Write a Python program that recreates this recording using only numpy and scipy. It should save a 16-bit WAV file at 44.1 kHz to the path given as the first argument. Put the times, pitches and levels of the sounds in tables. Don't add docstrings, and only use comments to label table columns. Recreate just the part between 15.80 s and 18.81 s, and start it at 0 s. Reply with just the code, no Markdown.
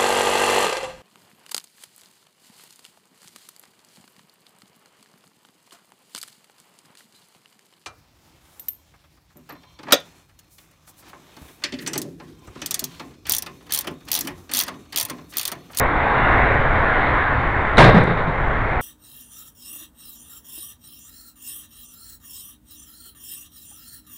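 import sys
import numpy as np
from scipy import signal
from scipy.io import wavfile
from scipy.ndimage import uniform_filter1d

SR = 44100
rng = np.random.default_rng(int(sys.argv[2]) if len(sys.argv) > 2 else 0)


def undo_db(level):
    steps = np.asarray(level, float) / 20
    return 10 ** steps


def dump_mix(stems):
    frames = np.atleast_2d(stems).T
    limited = np.clip(frames, -1, 1)
    pcm = np.round(limited * 32767).astype(np.int16)
    wavfile.write(sys.argv[1], SR, pcm)


N = 132741


def read(points, hz):
    f, value = np.transpose(points)
    return np.interp(np.log(hz + 1), np.log(f + 1), value)


def evened(x):
    return x / np.sqrt(np.mean(abs(x) ** 2) + 1e-20)


def add(mix, start_s, sound):
    part = mix[round(start_s * SR):][:len(sound)]
    part += sound[:len(part)]


def noise(spectrum, patch_db, size=2048):
    frames = 4 * N // size + 6
    hz = np.fft.rfftfreq(size, 1 / SR)
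    real, imag, patches = rng.standard_normal((frames, len(hz), 3)).T
    patches = uniform_filter1d(uniform_filter1d(patches, size=14, axis=0), size=12, axis=1)
    level_db = read(spectrum, hz)[:, None] + patch_db * evened(patches)
    spectra = (real + 1j * imag) * undo_db(level_db)
    return evened(signal.istft(spectra, nperseg=size, noverlap=3 * size // 4)[1][:N])


# start in seconds, strength in dB, extra boom in dB, boom pitch in Hz,
# extra treble of the contact in dB, time constant of the rise in seconds.
BLOWS = [(1.9735, -11, -4, 120, -7, 0.0023), (1.9797, 5.5, -1, 170, 3, 0.0017),
         (1.998, 3, -1, 165, 8, 0.004), (2.020, -0.5, 5, 120, 4.5, 0.0042),
         (2.040, -0.5, -1, 120, 1.5, 0.0031), (2.060, -4.5, 9, 121, -1, 0.0036),
         (2.076, -3.5, 10.5, 125, -2, 0.0057), (2.098, -16.5, 16, 155, -6, 0.0073),
         (2.121, -12, 8, 150, -5, 0.0046), (2.1434, -6.5, 10, 190, -5, 0.0015),
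         (2.162, -6.5, 15, 190, -4, 0.0037), (2.174, -13, 19, 116, -1.5, 0.0033),
         (2.204, -11, 7, 190, -10.5, 0.003), (2.265, -11.5, 9.5, 153, -8.5, 0.0068),
         (2.296, -12, 13, 155, -12, 0.0059), (2.3717, -14, 8, 117, -14, 0.0011),
         (2.400, -16, 13.5, 120, -17, 0.004), (2.469, -16, 10.5, 151, -17.5, 0.0058)]
# frequency in Hz, relative level in dB.
PANEL_BALANCE = [(30, -9.5), (45, -8), (75, -20.5), (115, -5), (190, -6.5), (280, -9.5), (450, -3),
                 (900, -3), (2100, -4.5), (2500, -16.5), (3200, -22), (3750, -10.5), (4400, -24),
                 (6000, -32), (9000, -29.5), (12000, -26)]
# frequency in Hz, 60 dB decay time in seconds.
PANEL_T60 = [(40, 0.29), (150, 0.2), (500, 0.27), (1500, 0.2), (4000, 0.29), (7000, 0.15), (12000, 0.081)]
# frequency in Hz, relative level in dB, 60 dB decay time in seconds.
STRONG_MODES = [(120, -1.5, 0.11), (155, -5, 0.26), (190, -6.5, 0.14), (450.4, -5.5, .22), (523, -19, 0.4),
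                (686, -19.5, 0.12), (815, -10.5, 0.48), (1048, -5.5, 0.4), (1610, -11, 0.35),
                (1904, -20.5, 0.1), (2130, -15.5, .3), (3540, -19.5, 0.19)]
TREBLE_HZ = 4800
BOOM_OCTAVES = 0.28


def door(count=640):
    t = np.arange(SR * 2 // 5) / SR
    out = np.zeros(N)

    place = (np.arange(count) + rng.random(count)) / count
    dense_hz = 30 * 420 ** np.sqrt(place)
    dense_size = undo_db(read(PANEL_BALANCE, dense_hz)) * np.sqrt(np.gradient(dense_hz) / dense_hz)
    strong_hz, strong_db, strong_t60 = np.transpose(STRONG_MODES)
    hz = np.r_[dense_hz, strong_hz]
    size = np.r_[dense_size, undo_db(strong_db) / 4]
    t60 = np.r_[read(PANEL_T60, dense_hz), strong_t60]
    decay = np.log(1000) / t60
    rings = np.exp(np.outer(2j * np.pi * hz - decay, t).astype(np.complex64))

    share, turn = rng.random((len(BLOWS), len(hz), 2)).T
    starts, strength_db, boom_db, boom_hz, treble_db, rises = np.transpose(BLOWS)
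    hz = hz[:, None]
    near_boom = np.exp(-(np.log2(hz / boom_hz) / BOOM_OCTAVES) ** 2)
    hardness_db = treble_db / (1 + (TREBLE_HZ / hz) ** 6)
    blow_gain = undo_db(strength_db + hardness_db + boom_db * near_boom)
    weights = size[:, None] * (0.5 + share) * np.exp(2j * np.pi * turn) * blow_gain
    sounds = (weights.T.astype(np.complex64) @ rings).real
    for start, sound, rise in zip(starts, sounds, rises):
        add(out, start, sound * (1 - np.exp(-t / max(rise, 1e-4))))
    return out


# start in seconds, starting level in dB, centre pitch in Hz,
# spread of the partials in octaves, 60 dB decay time in seconds.
TICKS = [(0.5815, -42, 5500, .9, .012), (.7462, -42, 5500, .9, .012), (1.9719, -27, 9200, 1.1, .015),
         (1.9719, -17, 3830, 0.099, .035), (2.212, -44, 9300, .3, .015), (2.224, -51, 8000, 1.2, .01),
         (2.233, -52, 8000, 1.2, .01), (2.2375, -30, 6500, 1.7, .012), (2.2425, -44, 6500, 1.9, 0.022),
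         (2.255, -46, 5900, 1.4, 0.034), (2.272, -56, 9500, .6, .015), (2.310, -67, 9600, .6, .02),
         (2.435, -49, 9800, .35, .012), (2.454, -51, 9600, .35, .012), (2.514, -54, 9150, .25, .012)]


def ticks():
    t = np.arange(SR // 20) / SR
    out = np.zeros(N)
    draws = rng.random((len(TICKS), 2, 16, 1))
    for (start, db, hz, spread, t60), (jitter, phase) in zip(TICKS, draws):
        octaves = spread * ((np.arange(16)[:, None] + jitter) / 16 - 0.5)
        partials = np.sin(2 * np.pi * (hz * 2 ** octaves * t + phase)).sum(0)
        attack = np.minimum(t * 4000, 1)
        add(out, start, undo_db(db - 60 * t / t60) * partials / 4 * attack)
    return out


# time in seconds, rumble in dB, tyre hiss in dB,
# upper hiss in dB.
ROAD_LEVELS = [(0.0, -20, -20, -22), (0.31, -21.5, -21, -19), (0.54, -20, -19, -17.5),
               (0.88, -20, -21, -21), (1.14, -21, -22, -18.5), (1.29, -21.5, -23, -18.5),
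               (1.56, -23, -23, -22), (1.96, -21, -25.5, -22.5), (2.17, -20, -30, -23.5),
               (2.37, -24, -28, -26), (2.66, -19.5, -25, -25), (3.01, -22, -24.5, -25)]
# frequency in Hz, relative density in dB per Hz.
RUMBLE = [(12, -33), (20, 3), (129, -3.5), (167, -14.5), (254, -14.5), (347, -16.5), (450, -17),
          (580, -36.5), (990, -120)]
HISS = [(120, -42.5), (200, -6), (258, -3), (352, -6), (393, -7), (431, -2.5), (771, 0.5), (1500, -9),
        (1950, -30.5), (3300, -120)]
UPPER_HISS = [(300, -89.5), (650, -11), (1100, -0.5), (1200, -6.5), (1400, -1.5), (2110, -3), (2490, -15.5),
              (3050, -22.5), (3700, -22.5), (4100, -30.5), (4700, -41), (5500, -49), (7000, -53.5),
              (8000, -55), (9000, -53.5), (10500, -55.5), (12000, -44)]


def road():
    t = np.arange(N) / SR
    times, *levels = np.transpose(ROAD_LEVELS)
    swell = np.zeros(N)
    for f in np.geomspace(1, 12, num=16):
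        swell += np.sin(2 * np.pi * (f * t + rng.random())) / np.sqrt(f)
    layers = np.zeros(N)
    for db, spectrum in zip(levels, (RUMBLE, HISS, UPPER_HISS)):
        layers += undo_db(np.interp(t, times, db)) * noise(spectrum, patch_db=1.45)
    return layers * undo_db(0.47 * evened(swell))


# frequency in Hz, relative density in dB per Hz.
SELF_HISS = [(2000, -91.5), (3000, -32), (4500, -4), (6000, 3.5), (7000, -7.5), (9000, -11), (12000, -4.5),
             (13000, -61)]


def electronics_hiss():
    return undo_db(-65.5) * noise(SELF_HISS, patch_db=1.5)


def scene():
    return np.array([door() + ticks() + road() + electronics_hiss()])


# frequency in Hz, gain in dB.
MIC_ROLLOFF = [(2500, -1), (4500, -4), (6000, -7), (10000, -6), (11500, -19), (13000, -40), (16000, -60)]


def microphone(dry):
    ceiling, knee = 0.73, 8
    x = dry / (1 + abs(dry / ceiling) ** knee) ** (1 / knee)
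    hz = np.linspace(0, SR / 2, num=257)
    rolloff = signal.firwin2(255, hz, undo_db(read(MIC_ROLLOFF, hz)), fs=SR)
    return signal.oaconvolve(x, rolloff[None], "same")


def whine():
    return undo_db(-76.5) * np.sqrt(2) * np.sin(2 * np.pi * 7348 * np.arange(N) / SR)


def top_cut(x):
    return signal.sosfilt(signal.butter(12, 12200, fs=SR, output="sos"), x)


def record(dry):
    mix = microphone(dry) + whine() - 0.0046
    return top_cut(mix)


dry = scene()
out = record(dry)
dump_mix(out)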